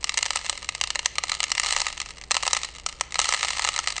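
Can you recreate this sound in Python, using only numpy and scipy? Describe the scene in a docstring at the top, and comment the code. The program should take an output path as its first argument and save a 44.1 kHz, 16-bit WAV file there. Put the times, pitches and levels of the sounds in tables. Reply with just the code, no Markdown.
"""Plastic pellets poured into a bowl

Close microphone in a small room: pellets are shaken out of a soft toy into a plastic bowl on a
wooden table. Single ones crack against the bare bowl; spurts patter on its wall and rustle on the
growing heap. The room answers each click, over faint mains hum and rumble."""
import sys
import numpy as np
from scipy import signal
from scipy.fft import rfft, irfft
from scipy.io import wavfile

SR = 44100
rng = np.random.default_rng(int(sys.argv[2]) if len(sys.argv) > 2 else 0)


def put_to_file(sound):
    """Save the sound as 16-bit audio at rate SR, in the file named by the first command-line argument."""
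    columns = np.atleast_2d(sound).T  # one column per channel
    safe = np.clip(columns, -1, 1)
    whole_steps = np.round(safe * 32767)
    wavfile.write(sys.argv[1], SR, whole_steps.astype(np.int16))


N = 176400
EDGE_HZ = 8830  # the treble falls away above this


def amp(db):
    """Decibels to gain."""
    return 10 ** (np.asarray(db) / 20)


def unit_rms(x):
    """Scales to rms 1."""
    return x / np.sqrt(np.mean(x ** 2) + 1e-20)


def unit_energy(x):
    """Scales to energy 1."""
    return x / (np.linalg.norm(x) + 1e-12)


def curve_at(points, hz):
    """Reads a table on a log-frequency axis."""
    f, value = np.transpose(points)
    return np.interp(np.log(hz + 1), np.log(f), value)


def add(mix, s, sound):
    """Adds a sound into the mix at time s."""
    part = mix[max(round(s * SR), 0):][:len(sound)]
    part += sound[:len(part)]


def coloured(x, curve):
    """Causal filter whose gain in dB is curve(Hz)."""
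    log_gain = np.log(amp(curve(abs(np.fft.fftfreq(2 * len(x), 1 / SR)))))
    response = np.exp(np.conj(signal.hilbert(log_gain)))
    return irfft(rfft(x, 2 * len(x)) * response[:len(x) + 1])[:len(x)]


def low_pass(x, hz):
    """Steep band limit."""
    taps = signal.firwin(301, hz, window=("kaiser", 5), fs=SR)
    return signal.oaconvolve(x, taps[None], "same")


def bands(hz, body_hz=1500, treble_hz=5000):
    """Soft shares of body, mids and treble."""
    body = 1 / (1 + (hz / body_hz) ** 12)
    below_treble = 1 / (1 + (hz / treble_hz) ** 12)
    return np.array([body, below_treble - body, 1 - below_treble])


def balanced(x, band_db):
    """Sets a click's 10 ms level in body, mids and treble, and rolls off its top."""
    hz = np.fft.rfftfreq(len(x), 1 / SR)
    energy = bands(hz) @ (abs(rfft(x)) ** 2 * (hz < EDGE_HZ)) * 2 / len(x)
    gain_db = band_db - 10 * np.log10(energy / (.01 * SR))
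    return coloured(x, lambda f: gain_db @ bands(f) - 40 * np.clip(f / EDGE_HZ - 1, 0, 1))


def room_tone(noise_db=-51):
    """Low rumble, faint hiss and mains hum."""
    # spectrum of rumble and hiss: f/Hz, relative level/dB
    noise_colour = [(12, -10), (26, 5), (45, -4), (120, -9.5), (230, -18), (500, -15), (9000, -41)]
    # hum tones: f/Hz, level/dB
    hum_tones = [(60, -53), (167, -67)]
    gain = amp(curve_at(noise_colour, np.fft.rfftfreq(N, 1 / SR)))
    noise = irfft(rfft(rng.standard_normal(N)) * gain, N)
    t = np.arange(N) / SR
    hum = sum(amp(db) * unit_rms(np.sin(2 * np.pi * (hz * t + rng.random()))) for hz, db in hum_tones)
    return amp(noise_db) * unit_rms(noise) + hum


def room_tail(x, level_db=-21, size=32768):
    """The small room's soft reverberation, well below the close sound."""
    # decay of the room: f/Hz, t60/s
    decay = [(300, .5), (2500, 0.78), (9000, 0.24)]
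    # colour of the tail: f/Hz, relative level/dB
    colour = [(500, 1.5), (2100, 7.3), (4200, 6.8), (6200, 5)]
    hz, frame_s, spectra = signal.stft(rng.standard_normal(size), SR, nperseg=256)
    spectra *= amp(curve_at(colour, hz)[:, None] - 60 * frame_s / curve_at(decay, hz)[:, None])
    fade_in = np.clip(np.arange(size) / SR / .011 - .5, 0, 1)
    tail = signal.istft(spectra, SR, nperseg=256)[1][:size] * fade_in
    return amp(level_db) * signal.fftconvolve(x, unit_energy(tail))[:N]


def bowl_ring(t, detune=.029, spread_db=3.57, delay_s=.0006):
    """The bowl's modes ring just after the touch; the heap loads each spot differently."""
    # modes of the bowl: f/Hz, relative level/dB, t60/s
    modes = [(325, -32, 0.3), (572.6, -13.5, 0.043), (832, -5, 0.015), (991, -1, 0.016), (1264, 0.5, .027),
             (1760, -0.5, 0.014), (2038, 5, 0.013), (2786, 0, 0.023), (2954, -2, 0.019), (4028, 4, 0.017),
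             (5880, -0.5, 0.013)]
    hz, db, t60 = np.transpose(modes)[:, :, None]
    hz = hz * (1 + detune * rng.uniform(-1.13, 1, hz.shape))
    weight_db = db + spread_db * rng.standard_normal(hz.shape)
    ring = (amp(weight_db - 60 * t / t60) * np.cos(2 * np.pi * hz * t)).sum(0)
    ring[0] /= 2
    radiation = signal.butter(2, 571, "high", fs=SR, output="sos")  # a small bowl radiates little bass
    out = np.zeros(len(t))
    add(out, delay_s, signal.sosfilt(radiation, ring))
    return unit_energy(out)


def contact(t, rise_s=.00021, crack_t60_s=.0079, rattle_t60_s=.025, rattle_hz=3780):
    """Plastic meets plastic: a short crack and a longer, duller rattle of the wall."""
    # spectrum of the contact and the dense upper modes: f/Hz, relative level/dB
    colour = [(100, -37), (400, -36.5), (700, -8.5), (1250, 0), (1520, -28), (1900, -0.5), (3400, -2),
              (4400, 1), (5250, 1), (6200, 4), (8600, 2)]
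    crack, rattle = rng.standard_normal((2, len(t)))
    crack *= amp(-60 * t / crack_t60_s)
    pole = np.exp(-2 * np.pi * rattle_hz / SR)
    rattle = signal.lfilter([1 - pole], [1, -pole], rattle) * amp(-3.5 - 60 * t / rattle_t60_s)
    burst = (crack + rattle) * (1 - np.exp(-t / rise_s))
    burst[round(rise_s * SR)] += 1.58  # the first touch
    return unit_energy(coloured(burst, lambda f: curve_at(colour, f)))


def click(body_db, treble_db, bowl_db=0):
    """One pellet lands: ring plus contact, with body and treble set against mids of 0 dB."""
    t = np.arange(2048) / SR
    impact = amp(bowl_db) * bowl_ring(t) + amp(5.5) * contact(t)
    return balanced(impact, [body_db, 0, treble_db])


def stream(per_s, rate_power, level_db, spread_db, body_db, treble_db, bowl_db):
    """Small pellets land at uneven intervals, more often and harder as the flow grows."""
    # strength of the pour: t/s, level/dB
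    flow = [(0, -41), (.2, -36.5), (.48, -35), (0.719, -45), (0.879, -41.5), (1.2, -46), (1.339, -37),
            (1.54, -41), (1.68, -26.5), (1.84, -32), (1.969, -41), (2.1, -43), (2.27, -50.5),
            (2.419, -35.5), (2.64, -36), (2.8, -48), (2.922, -43), (3.1, -51.5), (3.23, -28), (3.64, -31),
            (4, -39.5)]
    flow_db = np.interp(np.arange(N) / SR, *np.transpose(flow))
    rate = per_s * amp(flow_db + 30) ** rate_power  # per_s at a flow of -30 dB
    clicks = [unit_energy(click(body_db + body_shift, treble_db + treble_shift, bowl_db))
              for body_shift, treble_shift in 2 * rng.standard_normal((48, 2))]
    fallen = np.cumsum(rate) / SR
    lateness, size_draw, choices = rng.random((N // 20, 3))[:int(fallen[-1])].T
    turns = np.arange(len(lateness)) + 2.4 * lateness  # up to 2.4 mean gaps late
    onsets = np.minimum(np.searchsorted(fallen, turns), N - 1)
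    sizes = unit_rms(amp(-spread_db * np.log(.085 + size_draw)))  # bounded, to stay below the strikes
    gains = sizes * amp(flow_db[onsets] + level_db) * np.sqrt(SR / rate[onsets])
    out = np.zeros(N)
    for onset, gain, choice in zip(onsets, gains, choices):
        add(out, onset / SR, gain * clicks[int(choice * len(clicks))])
    return out


def heap_ticks():
    """Stray pellets tick drily on the heap, which damps the bowl under them."""
    # landings on the heap: t/s, level of the mids/dB
    landings = [(0.072, -39), (0.1415, -29.5), (0.1885, -27.5), (.2549, -30), (0.3716, -29.5),
                (0.4633, -31.5), (.577, -35), (0.645, -39.5), (.7497, -30), (.8732, -33), (1.048, -40),
                (1.155, -36.5), (1.2822, -37), (1.2959, -26), (1.341, -34), (1.35, -31.5), (1.503, -34),
                (1.551, -29.5), (1.633, -28.5), (1.6673, -27), (1.687, -29), (1.884, -32), (1.927, -35),
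                (1.977, -35), (2.0015, -28), (2.016, -30), (2.088, -42.5), (2.106, -39), (2.182, -45),
                (2.2133, -40), (2.238, -40.5), (2.4265, -30), (2.549, -28), (2.5711, -28), (2.633, -29),
                (2.649, -32), (2.76, -44), (2.798, -43), (2.888, -37.5), (2.926, -40.5), (3.1221, -35),
                (3.1433, -29.5), (3.243, -27), (3.256, -30.5), (3.4837, -27), (3.533, -36), (3.564, -45),
                (3.621, -28), (3.6421, -28), (3.74, -34), (3.841, -35.5), (3.8828, -29), (3.9037, -29.5),
                (3.923, -32.5), (3.9649, -30.5), (3.9806, -29.5)]
    out = np.zeros(N)
    for s, db in landings:
        add(out, s, amp(db) * click(body_db=-10.5, treble_db=-3.5, bowl_db=-4))
    return out


def bowl_strikes():
    """Single pellets stand out as they crack against the bare bowl."""
    # hits: t/s, level of the mids/dB, body re mids/dB, treble re mids/dB
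    hits = [(.0422, -24.5, -9, 0), (.0934, -22.5, -12, -5), (.174, -25, -12, 1), (.1785, -24, -14, 0),
            (.2282, -22.5, -12, -1), (.2612, -29.5, -2, 0), (.3059, -23.5, -6, -4), (.3581, -27, -1, 3),
            (.4962, -23, -8, 0), (.6897, -24, -10, -5), (.8122, -21, -11, -4), (.8383, -24.5, -10, -4),
            (.9039, -24.5, -11, -4), (.9564, -24, -7, -5), (.9917, -25.5, -10, -5), (1.0584, -20.5, -9, 1),
            (1.183, -21, -6, -7), (1.2372, -26, -4, -2), (1.318, -21.5, -8, -8), (1.4037, -22.5, -11, -6),
            (1.4302, -27.5, -5, 0), (1.4395, -23.5, -14, -2), (1.5175, -22, -9, 0),
            (1.5791, -22.5, -12, -8), (1.5978, -21.5, -10, -1), (1.6463, -28.5, -5, -6),
            (1.7074, -25, -9, -3), (1.7245, -22.5, -10, -3), (1.7642, -22, -4, -4), (1.8025, -27.5, -6, 1),
            (1.817, -25, -6, -2), (1.8667, -24, -6, -6), (2.3092, -25, -1, -1), (2.3153, -20.5, -8, 0),
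            (2.344, -27, -8, -2), (2.3508, -27.5, -4, -6), (2.3668, -21.5, -4, -4), (2.4323, -28, 0, -2),
            (2.4661, -29.5, 1, 1), (2.4777, -23, -3, -2), (2.5318, -22, -4, 4), (2.5665, -26.5, -1, -2),
            (2.863, -27.5, -2, 3), (3.0099, -24.5, -1, 1), (3.156, -25.5, -6, -10), (3.1911, -21.5, -1, 0),
            (3.1996, -24.5, -6, 0), (3.2156, -27.5, -6, 2), (3.2897, -24.5, -2, 1), (3.3241, -23.5, -5, -2),
            (3.3375, -24.5, -5, -4), (3.345, -23.5, -8, -6), (3.4297, -22.5, -5, -6),
            (3.4472, -27.5, -2, -3), (3.5051, -25.5, -9, -5), (3.5943, -25, -3, -5),
            (3.6482, -23.5, -3, -2), (3.6746, -27.5, -3, -4), (3.6884, -23, -4, -2),
            (3.7624, -26.5, -9, -3), (3.7898, -25.5, -2, 1), (3.8736, -22, -8, -5)]
    out = np.zeros(N)
    for s, db, body_db, treble_db in hits:
        add(out, s, amp(db) * click(body_db, treble_db))
    return out


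def scene():
    """One microphone by the bowl: single pellets, patter on the wall, rustle on the heap, the room."""
    singles = bowl_strikes() + heap_ticks()
    patter = stream(per_s=90, rate_power=.82, level_db=-3, spread_db=4,
                    body_db=-6.5, treble_db=-5, bowl_db=-1)
    rustle = stream(per_s=560, rate_power=.65, level_db=-7.5, spread_db=-1.5,
                    body_db=-13, treble_db=-4, bowl_db=-8.5)
    pellets = singles + patter + rustle
    return (pellets + room_tail(pellets) + room_tone())[None]


def record(dry, ceiling=.75, leak_db=-33, top_hz=9900):
    """A narrow-band recorder rounds off the loudest peaks and leaks a little just above its band."""
    rounded = dry / (1 + (dry / ceiling) ** 6) ** (1 / 6)
    return low_pass(low_pass(rounded, EDGE_HZ) + amp(leak_db) * rounded, top_hz)


dry = scene()
out = record(dry)
put_to_file(out)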